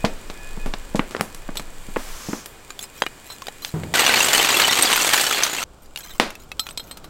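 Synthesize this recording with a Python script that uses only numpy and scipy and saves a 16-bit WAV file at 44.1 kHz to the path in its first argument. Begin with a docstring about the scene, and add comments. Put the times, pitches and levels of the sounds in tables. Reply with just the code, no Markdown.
"""A charcoal fire in a ring of stones on a paved yard, close to one microphone, with gusts of wind on it.
At first embers pop (noise bursts through sharp filters) over a faint far whine; tongs tap, the embers hiss.
Then lumps knock (short damped rings), a sack thumps down (dull modes), and charcoal pours out (a hail of hits).
The pour is cut off abruptly, the yard air switches colour and the sizzle drops in level; the tongs stir
the heap (tiny slips), one loud pop goes off, and the tongs tap on stone (contacts that ring the steel modes)."""
import sys
import numpy as np
from scipy import signal
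from scipy.fft import rfft, irfft, next_fast_len
from scipy.io import wavfile
from scipy.ndimage import uniform_filter1d, map_coordinates

SR = 44100
rng = np.random.default_rng(int(sys.argv[2]) if len(sys.argv) > 2 else 0)


def digitize_waveform(pressure):
    """Quantize a signal to 16-bit integers and store it at the path in sys.argv[1].

    Rows of a 2-D input are taken as channels; values are limited to [-1, 1].
    """
    field = np.atleast_2d(pressure).T
    bounded = np.clip(field, -1, 1)
    quanta = np.round(bounded * 32767).astype(np.int16)
    wavfile.write(sys.argv[1], SR, quanta)


N = 312669  # about 7.09 s

# All levels are relative: the layers are scaled again where they are mixed.
# Ember pops close to the microphone:
# (time [s], level [dB], brightness [dB per octave], highest pitch [Hz], crumbling t60 [s])
EMBER_POPS = [(0.043, 28.5, -2.5, 650, 0.06), (0.0494, 16.5, -1.5, 4630, 0.068),
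              (0.3, 3.5, -2, 4430, 0.038), (0.5735, 5.5, -6, 800, .038), (0.661, 8.5, -6, 12000, 0.17),
              (0.738, 10.5, -2.5, 4500, 0.027), (0.948, 18.5, -5.5, 780, 0.068), (0.957, 6, -2, 8000, 0.11),
              (0.994, 20.5, -3, 2670, 0.02), (1.11, 2.5, -3.5, 9000, 0.33), (1.149, 16, -1.5, 1680, 0.0083),
              (1.166, 3.5, -2, 4480, 0.0096), (1.1963, 9, -4.5, 2500, .058),
              (1.21, 18.5, -4.5, 10900, 0.011), (1.347, -3.5, -.5, 9500, 0.013),
              (1.49, 7.5, -5, 1840, 0.03), (1.556, 4.5, -4.5, 14000, 0.034), (1.597, 5.5, -4, 9000, 0.038),
              (1.887, -1.5, -7.5, 1000, 0.046), (1.9616, 14, -2, 2000, 0.033),
              (1.9669, 15, -5, 1900, 0.017), (2.287, 9.5, -7.5, 990, 0.075), (2.3318, 14, -5.5, 1920, .027),
              (2.4595, -6.5, 0, 14000, 0.035), (3.648, 0.5, 3, 5200, 0.013),
              (6.199, 25.5, -1.5, 3930, 0.012)]
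POP_HZ = np.geomspace(200, 16000, 20)  # pitches at which a pop's colour is set
POP_PIVOT_HZ, CLIFF_DB = 780, 17.5  # brightness tilts about this pitch; fall per octave above the highest pitch
BOOM_HZ, BOOM_T60_S, BOOM_DB = 213, 0.088, -54.5  # a low note lingers after each pop, in step with its bass
# scattered tail before and after the cut, when the microphone stands farther off
TAIL_DB, TAIL_LATE_DB = -11.5, -5

# Charcoal lumps knocking together:
# (time [s], level [dB], brightness [dB per octave], ring pitch [Hz], ring level [dB])
LUMP_KNOCKS = [(2.705, -0.5, -2, 7130, -23), (2.792, 0, 1, 3500, -19), (3.0209, 18, -6, 3230, -10),
               (3.037, 1, -5, 3280, -23), (3.0645, 9, -5, 2910, -13.5), (3.4202, 1, -2, 1075, -16.5),
               (3.4695, 0, -0.5, 3060, -35), (3.484, 5, -4.5, 1900, -28), (3.835, 0, -6, 2060, -29),
               (3.9397, 7, -3, 1950, -7), (3.956, 11, 0.5, 1510, -2.5), (4.064, 6, 1.5, 6000, -4),
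               (4.125, 15, -2.5, 3000, -12), (4.207, 8, -3, 2750, 2.5), (4.247, 12, 0.5, 8100, -5),
               (4.332, 17.5, 1, 7160, -1.5), (4.349, 19.5, -1.5, 8330, -5), (4.398, 17.5, -3.5, 3080, -5),
               (4.6, 12, 3, 3340, -12), (4.697, -13, 4, 3640, -2.5), (4.824, 8.5, 5.5, 8490, 5),
               (4.857, -6, 2, 4800, -2), (4.929, 18, -1.5, 3080, -15), (5.134, 14.5, 3.5, 3130, -22.5),
               (5.177, 17.5, -0.5, 2580, -10), (5.213, 12.5, 2, 8400, -5), (5.391, 5, -7.5, 2350, -12.5),
               (5.435, 14, 2.5, 6170, -0.5), (5.96, 0.5, 0, 2830, -16), (5.974, -0.5, 1, 4410, -25),
               (6.007, -7, -1, 6500, -29), (6.3046, -5, 1.5, 2740, -23), (6.3535, -11, 2.5, 2620, -24),
               (6.517, 0.5, -1, 2600, -16), (6.6675, 0, -1, 2490, -23), (6.6892, -2, -1, 4500, -33),
               (6.709, -5.5, -1, 8150, -24)]
# Pitches at which the colour of a hard contact is set: (pitch [Hz])
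KNOCK_HZ = [480, 1200, 3500, 9500]
# Colour of every lump knock, at each of KNOCK_HZ: (level [dB])
LUMP_BODY_DB = [-5.5, -3, -1, -10.5]
KNOCK_T60_S, RATTLE_T60_S = 0.016, 0.16  # crumbling of a lone knock; of a poured lump rattling down the heap

# The tongs strike stone: (time [s], force [dB], chatter t60 [s], ring level [dB])
TONG_TAPS = [(1.571, 19.5, 0.055, -23.5), (3.302, -7, 0.14, -32), (6.595, 21.5, .024, -17),
             (6.775, 16.5, 0.022, -24.5), (6.797, -7, 0.04, -30), (6.912, -1, 0.042, -30.5),
             (6.9717, 3.5, 0.049, -51), (7.043, -5, .07, -43)]
# Colour of a light tap, at each of KNOCK_HZ: (level [dB])
TAP_BODY_DB = [-1.5, -3, -6, -10]
# Growth there with force, so that hard taps are sharper: (gain [dB per dB of force])
TAP_GROWTH = [0.091, -0.72, 1, 0.52]
# Modes of the steel arms before the grip damps them: (pitch [Hz], level [dB], t60 [s])
STEEL_MODES = [(1320, -13, 0.094), (2580, -23.5, 0.085), (3240, -3.5, .04), (3610, -9, 0.11),
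               (3980, 0, 0.029), (4130, -10, 0.23), (4110, -4.5, 0.055), (5170, -14, 0.12),
               (7540, -19.5, .06), (8000, -3, 0.063), (9000, -23, 0.093), (13120, -15, 0.24),
               (14020, -20, 0.13)]

# The pour: (time [s], flow [dB], thud of heavy lumps [dB], fine dust [dB])
POUR_FLOW = [(3.95, -17, -29.5, -22.5), (4.164, -18, -31, -22), (5.128, -18.5, -34, -20.5),
             (5.63, -27.5, -42, -31)]
POUR_START, CUT = 3.939, 5.639  # s
# Colour of the charcoal landing on the heap: (pitch [Hz], level [dB per Hz])
HEAP_COLOUR = [(35, -45), (60, -22), (103, -14.5), (180, -13.5), (293, -7.5), (456, -4.5), (780, 2.5),
               (919, 2.5), (3020, 3.5), (4490, -1), (5280, -9.5), (8420, -12.5), (9240, -22), (13400, -20),
               (15800, -27)]
CLINKS_PER_S, CLINK_T60_S, CLINK_DB = 29, 0.064, -19.5  # single pieces ringing out of the pour
# Pitches at which the poured pieces ring: (pitch [Hz])
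PIECES_HZ = [1970, 2698, 3004, 3400, 4355, 5460, 6068, 6610, 6980, 6880, 8580]

# The full sack lands on the stones: (time [s], level [dB])
SACK_BUMPS = [(3.74, -15.5), (3.758, -22), (3.834, -22), (3.88, -33), (3.921, -26)]
# Dull modes of the sack: (pitch [Hz], level [dB], t60 [s])
SACK_MODES = [(95.5, -13.5, 0.47), (157.4, -4.5, 0.22), (320, -13.5, 0.097), (430, -12, 0.053)]

# Lumps and ash shift and scrape, and the sack rustles from 3.62 to 3.70 s: (start [s], end [s], level [dB])
SCRAPES = [(2.795, 2.864, -35.5), (2.94, 3.02, -40.5), (3.246, 3.367, -41), (3.619, 3.702, -36),
           (5.818, 5.869, -51), (5.96, 6.126, -37.5), (6.105, 6.192, -43), (6.394, 6.451, -49),
           (6.59, 6.74, -44.5), (6.78, 6.945, -49.5)]

HISS_START, HISS_END, HISS_ATTACK_S, HISS_RELEASE_S, HISS_DB = 1.95, 2.47, 0.041, 0.11, -40
# Colour of the embers' hiss: (pitch [Hz], level [dB per Hz])
HISS_COLOUR = [(180, -36), (300, -16), (366, -9), (391, -26), (545, -9.5), (1170, -4.5), (2590, -10.5),
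               (6240, -11.5), (15800, -19)]

# Gusts on the microphone: (time [s], level [dB])
GUSTS = [(.1, -31.5), (.57, -33.5), (.85, -29.5), (1.6, -30.5), (2.1, -34), (6.17, -41.5), (6.85, -61)]
GUST_WIDTH_S, CALM_DB = 0.16, -50.5
# Rumble of wind on the microphone: (pitch [Hz], level [dB per Hz])
WIND_COLOUR = [(5, -25), (14, -3), (20, 0), (28, -20), (55, -28), (120, -62), (300, -120)]

# Background before the cut: (time [s], yard air [dB], ember sizzle [dB])
AIR = [(0, -43, -47.5), (1.65, -45, -50.5), (1.9, -45.5, -45.5), (2.6, -47, -51), (3.9, -47.5, -47)]
# Background after the cut: (time [s], yard air [dB], ember sizzle [dB])
AIR_LATE = [(5.65, -48.5, -62), (6.1, -49, -56.5), (7.09, -45, -59.5)]
# Colour of the yard air before the cut: (pitch [Hz], level [dB per Hz])
YARD_COLOUR = [(26, -25), (45, -6), (181, -11.5), (494, -12), (594, -14.5), (1050, -16), (1690, -18),
               (1990, -19), (2440, -23), (2930, -25.5), (6000, -28), (7800, -66), (13200, -120)]
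# Colour of the yard air after the cut: (pitch [Hz], level [dB per Hz])
YARD_LATE_COLOUR = [(26, -31), (45, -1.5), (85, -11.5), (335, -17), (514, -18), (1190, -24.5), (1400, -22),
                    (1790, -35), (6000, -37.5), (7800, -77.5), (13200, -120)]
# Colour of the fine ember sizzle: (pitch [Hz], level [dB per Hz])
SIZZLE_COLOUR = [(1470, -29.5), (2500, -7), (2600, -23), (2790, -10), (3480, -13), (4320, -18),
                 (4560, -13.5), (5410, -24), (7420, -8.5), (10000, -19), (15800, -22)]

# A faint far whine: (pitch [Hz], level [dB])
WHINE_TONES = [(1710, -6), (2480, -4)]
# The whine swells: (start [s], end [s], level [dB])
WHINE_SWELLS = [(-.1, .15, -44.5), (.35, .55, -43.5), (.59, .66, -41.5)]
WHINE_REST_DB = -55.5

TOP_HZ = 15900  # band limit


def amp(db):
    """Decibels to gain."""
    return 10 ** (np.asarray(db) / 20)


def unit(x):
    """Scale to rms 1."""
    return x / np.sqrt(np.mean(x ** 2) + 1e-20)


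def along(points, hz):
    """Read (Hz, value) points on a log axis."""
    f, v = np.transpose(points)
    return np.interp(np.log(hz + 1), np.log(f + 1), v)


def clock():
    """The time of every sample in seconds."""
    return np.arange(N) / SR


def curves(rows):
    """One value per sample for each column after the time."""
    s, *cols = np.transpose(rows)
    return [np.interp(clock(), s, c) for c in cols]


def wobble(rate):
    """A smooth random curve with rate knots a second."""
    knots = rng.standard_normal(int(N * rate / SR) + 4)
    return map_coordinates(knots, [clock() * rate])


def swells(rows):
    """A rounded arch of gain for each (start, end, dB) row."""
    total = 0
    for start, end, db in rows:
        progress = np.clip((clock() - start) / (end - start), 0, 1)
        total = total + amp(db) * np.sqrt(np.abs(np.sin(np.pi * progress)))
    return total


def filtered(x, response):
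    """Apply a response of frequency to x."""
    m = next_fast_len(N + SR // 2)
    return irfft(rfft(x, m) * response(np.fft.rfftfreq(m, 1 / SR)), m)[:N]


def coloured(x, spectrum):
    """Shape x by (Hz, dB) points, at rms 1."""
    return unit(filtered(x, lambda hz: amp(along(spectrum, hz))))


def add(track, s, sound):
    """Mix a sound into the track at time s."""
    part = track[round(s * SR):][:len(sound)]
    part += sound[:len(part)]


def causal(spectrum, size=2048):
    """The sharpest (minimum-phase) impulse response with this (Hz, dB) spectrum."""
    cepstrum = irfft(np.log(amp(along(spectrum, np.fft.rfftfreq(size, 1 / SR)))))
    # fold the cepstrum onto positive time
    cepstrum[1:size // 2] *= 2
    cepstrum[size // 2 + 1:] = 0
    return irfft(np.exp(rfft(cepstrum)))


def dying_noise(t, t60):
    """A decaying puff of noise of unit energy."""
    puff = rng.standard_normal(len(t)) * amp(-60 * t / t60)
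    return puff / np.linalg.norm(puff)


def ringing(t, hz, t60):
    """One damped mode."""
    return np.sin(2 * np.pi * hz * t) * amp(-60 * t / t60)


def fracture(t, t60, snap):
    """A blow: a clean snap (its share of the energy 0-1), then crumbling."""
    snap = np.clip(snap, 0, 1)
    blow = np.sqrt(1 - snap) * dying_noise(t, t60)
    blow[0] += np.sqrt(snap)
    return blow


def grit(rate, spread_db):
    """Sparse ticks of very unequal size, rate a second on average, at rms 1."""
    sizes = amp(spread_db * np.minimum(rng.exponential(size=N), 3))
    return unit((rng.random(N) < rate / SR) * rng.choice([-1, 1], N) * sizes)


def knock(t, levels, t60, snap, ring_share, count=14):
    """The dry contact of two hard things, with a few short chance resonances."""
    bass = [(70, levels[0] - 23.0), (250, levels[0] - 7.5)]
    body = causal([*bass, *zip(KNOCK_HZ, levels), (16000, levels[-1] - 3.5)])
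    hz = rng.uniform(700, 15500, (count, 1))
    ring = ringing(t, hz, 0.037).sum(0)
    ring_share = np.clip(ring_share, .15, .5)
    dry_blow = np.sqrt(1 - ring_share) * fracture(t, t60, snap)
    blow = dry_blow + np.sqrt(ring_share) * ring / np.linalg.norm(ring)
    return signal.fftconvolve(blow, body)


def collisions(first, last, size_db, crunch_t60, ring_t60, ring_db, count, order=4):
    """A hail of lumps between two times: each one crunches and rings with a few modes of its own."""
    draws = rng.random((count, 2 + 2 * order))
    # evenly spaced hits, each up to four spacings early
    slots = np.arange(count) + 4 * draws[:, 0] - 4
    start = ((first + (last - first) * slots / count) * SR).astype(int)
    size = amp(size_db * np.minimum(-np.log(draws[:, 1]), 3))
    t = np.arange(SR // 28) / SR
    # crunch: noise that follows the summed, decaying energy of the hits
    energy = signal.fftconvolve(np.bincount(start, size ** 2, N), amp(-60 * t / crunch_t60) ** 2)[:N]
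    crunch = np.sqrt(np.abs(energy)) * rng.standard_normal(N)
    # ring: random modes between 700 and 14000 Hz, stronger when higher
    hz = 700 * 20 ** draws[:, 2:2 + order].reshape(-1, 1)
    chance = np.sqrt(-np.log(draws[:, 2 + order:])).reshape(-1, 1)
    strength = chance * np.repeat(size, order)[:, None]
    modes = strength * np.sqrt(hz) * ringing(t, hz, ring_t60)
    where = np.repeat(start, order)[:, None] + np.arange(len(t))
    ring = np.bincount(where.ravel(), modes.ravel(), N)[:N]
    return unit(crunch) + amp(ring_db) * unit(ring)


def pops():
    """Embers burst close by, some dull and some sharp; stones and walls scatter a tail back."""
    out, tails, t = np.zeros(N), np.zeros(N), np.arange(SR // 2) / SR
    for s, db, bright_db, top_hz, t60 in EMBER_POPS:
        tilt = bright_db * np.log2(POP_HZ / POP_PIVOT_HZ)
        cliff = CLIFF_DB * np.maximum(np.log2(POP_HZ / top_hz), 0)
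        levels = db + tilt - cliff
        bass = [(30, levels[0] - 28), (95, levels[0] - 10)]
        body = causal([*bass, *zip(POP_HZ, levels)])
        add(out, s, signal.fftconvolve(fracture(t, t60, snap=0.35), body))
        add(out, s, amp(levels[0] + BOOM_DB) * ringing(t, BOOM_HZ, BOOM_T60_S))
        scatter = dying_noise(t, 0.29) * (1 - np.exp(-t / 0.0017))
        tail_db = TAIL_DB if s < CUT else TAIL_LATE_DB
        add(tails, s, amp(tail_db) * signal.fftconvolve(scatter, body))
    tail_colour = [(70, -41), (180, 2.0), (1000, 2), (4000, -2), (12000, 8.5)]
    return out + filtered(tails, lambda hz: amp(along(tail_colour, hz)))


def pour():
    """Charcoal slides out of the sack: thudding lumps, a clinking body and hissing dust."""
    running = (clock() > POUR_START) & (clock() < CUT)
    hail = collisions(POUR_START, CUT, size_db=4.6, crunch_t60=.036, ring_t60=.04, ring_db=-4.5, count=660)
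    # the flow sets the overall level, single collisions stand out of it
    hail = running * hail / np.sqrt(np.abs(uniform_filter1d(hail ** 2, size=SR // 12)) + 1e-6)
    hail = hail + running * amp(CLINK_DB) * clinks()
    # splinters snap off as the lumps land
    splinters = running * amp(-8.0) * grit(rate=390, spread_db=-6.0)
    hail = coloured(hail + splinters, HEAP_COLOUR)
    flow_db, thud_db, dust_db = curves(POUR_FLOW)

    def above(hz, edge):
        """A steep high-pass response."""
        return 1 - 1 / (1 + (hz / edge) ** 8)

    thud = filtered(hail, lambda hz: 1 - above(hz, 500))
    dust = filtered(hail, lambda hz: above(hz, 6000))
    layers = [(hail - thud - dust, flow_db - 1.27), (thud, thud_db - .8), (dust, dust_db - 3.0)]
    # each size of lump tumbles out in its own small surges
    return running * sum(amp(db + wobble(16)) * x / x[running].std() for x, db in layers)


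def clinks():
    """Poured pieces strike at random times, each ringing at one of the set pitches."""
    out, t = np.zeros(N), np.arange(SR // 8) / SR
    duration = CUT - POUR_START
    draws = rng.random((int(CLINKS_PER_S * duration), 2))
    for k, (when, size) in enumerate(draws):
        hz = PIECES_HZ[k % len(PIECES_HZ)]
        add(out, POUR_START + when * duration, size * ringing(t, hz, CLINK_T60_S))
    return unit(out)


def lumps():
    """Charcoal is brittle and glassy: each knock rings briefly at the lump's own pitch."""
    out, t = np.zeros(N), np.arange(SR // 5) / SR
    octaves = np.log2(np.array(KNOCK_HZ) / 2000)
    for s, db, bright_db, hz, ring_db in LUMP_KNOCKS:
        levels = db + np.array(LUMP_BODY_DB) + bright_db * octaves
        t60 = RATTLE_T60_S if POUR_START - .01 < s < CUT else KNOCK_T60_S
        add(out, s, knock(t, levels, t60, snap=.12, ring_share=.35))
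        add(out, s, amp(ring_db - 8.0) * ringing(t, hz, 0.037))
    return out


def tongs():
    """Every tap chatters for a moment and so rings the steel arms at new strengths; the grip damps them."""
    out, t = np.zeros(N), np.arange(SR // 3) / SR
    grip = amp(-60 * t / .3)
    for s, force_db, t60, ring_db in TONG_TAPS:
        levels = np.array(TAP_BODY_DB) + force_db * np.array(TAP_GROWTH)
        add(out, s, amp(-3.5) * knock(t, levels, t60, snap=0.09, ring_share=0.3))
        # each tap detunes the modes slightly
        ring = sum(amp(db) * ringing(t, hz * rng.normal(1, 0.015), life) for hz, db, life in STEEL_MODES)
        chatter = fracture(t, t60, snap=0.2)
        add(out, s, amp(ring_db) * signal.fftconvolve(chatter, ring * grip))
    return out


def sack():
    """The heavy sack thumps down on its dull modes and settles, with a puff of cloth."""
    out, t = np.zeros(N), np.arange(SR // 3) / SR
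    cloth = causal([(40, 20), (150, 40), (500, 30.5), (1200, 21), (5000, -1.5)])
    for s, db in SACK_BUMPS:
        thump = sum(amp(level) * ringing(t, hz, t60) for hz, level, t60 in SACK_MODES)
        thump = thump * (1 - np.exp(-t / 0.00097))  # soft onset
        puff = signal.fftconvolve(dying_noise(t, 0.48), cloth)[:len(t)]
        add(out, s, amp(db) * (thump + puff))
    return out


def scrapes():
    """Tiny slips make small lumps tinkle and keep the steel faintly ringing."""
    t = np.arange(SR // 8) / SR
    slips = unit(collisions(2.7, 7.0, size_db=3.5, crunch_t60=.02, ring_t60=.06, ring_db=3, count=1200))
    # the modes are evened out and die twice as fast as their listed t60
    steel = sum(amp(db * 0.48) * ringing(t, hz, life / 2) for hz, db, life in STEEL_MODES)
    sing = amp(-8) * unit(signal.fftconvolve(slips, steel)[:N])
    tinkle = coloured(slips, [(300, -5.5), (1500, -7), (3700, -7.0), (7500, -4), (9500, -12.0), (15000, -2.5)])
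    return amp(-4) * swells(SCRAPES) * (tinkle + sing)


def hiss():
    """A brief hiss of the embers (noise with dense ticks) that gathers into a sharper band before it stops."""
    broad = rng.standard_normal(N) + amp(-13) * grit(rate=3500, spread_db=-14.0)
    focus = np.interp(clock(), [2.05, 2.3], [0, .85])
    band = coloured(rng.standard_normal(N), [(3000, -22), (5000, 2.0), (6400, 6), (7600, 0), (10000, -41)])
    rise = (clock() - HISS_START) / HISS_ATTACK_S
    fall = (HISS_END - clock()) / HISS_RELEASE_S
    envelope = np.clip(np.minimum(rise, fall), 0, 1)
    return amp(HISS_DB) * envelope * (coloured(broad, HISS_COLOUR) + focus * band)


def wind():
    """Slow gusts push on the microphone over a light breeze: low noise under bell-shaped swells."""
    gusts = sum(amp(db) * np.exp(-.5 * ((clock() - s) / GUST_WIDTH_S) ** 2) for s, db in GUSTS)
    return (amp(CALM_DB) + gusts) * coloured(rng.standard_normal(N), WIND_COLOUR)


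def background(rows, yard_spectrum):
    """The murmur of air in the yard (noise) and the fine sizzle of the embers (noise with ticks)."""
    yard_db, sizzle_db = curves(rows)
    yard = amp(yard_db + 0.27 * wobble(8.5)) * coloured(rng.standard_normal(N), yard_spectrum)
    sizzle = coloured(rng.standard_normal(N) + amp(-6.0) * grit(rate=23, spread_db=1.0), SIZZLE_COLOUR)
    return yard + amp(sizzle_db) * sizzle


def whine():
    """Two faint far tones, wavering in pitch and level."""
    tones = 0
    for hz, db in WHINE_TONES:
        level = amp(db + 2.6 * wobble(3.7))
        phase = 2 * np.pi * np.cumsum(hz + 9 * wobble(50)) / SR
        tones = tones + level * np.sin(phase)
    return (amp(WHINE_REST_DB) + swells(WHINE_SWELLS)) * tones


def scene():
    """All sources at the one microphone; the background switches at the cut."""
    close = pops() + lumps() + tongs() + scrapes() + sack() + pour() + wind()
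    early = background(AIR, YARD_COLOUR) + hiss() + whine()
    late = background(AIR_LATE, YARD_LATE_COLOUR)
    return (close + np.where(clock() < CUT, early, late))[None]


def record(dry):
    """Peaks round off at full scale; nothing is kept above the band limit."""
    held = dry[0] / (1 + np.abs(dry[0]) ** 6) ** (1 / 6)
    return filtered(held, lambda hz: hz < TOP_HZ)[None]


dry = scene()
out = record(dry)
digitize_waveform(out)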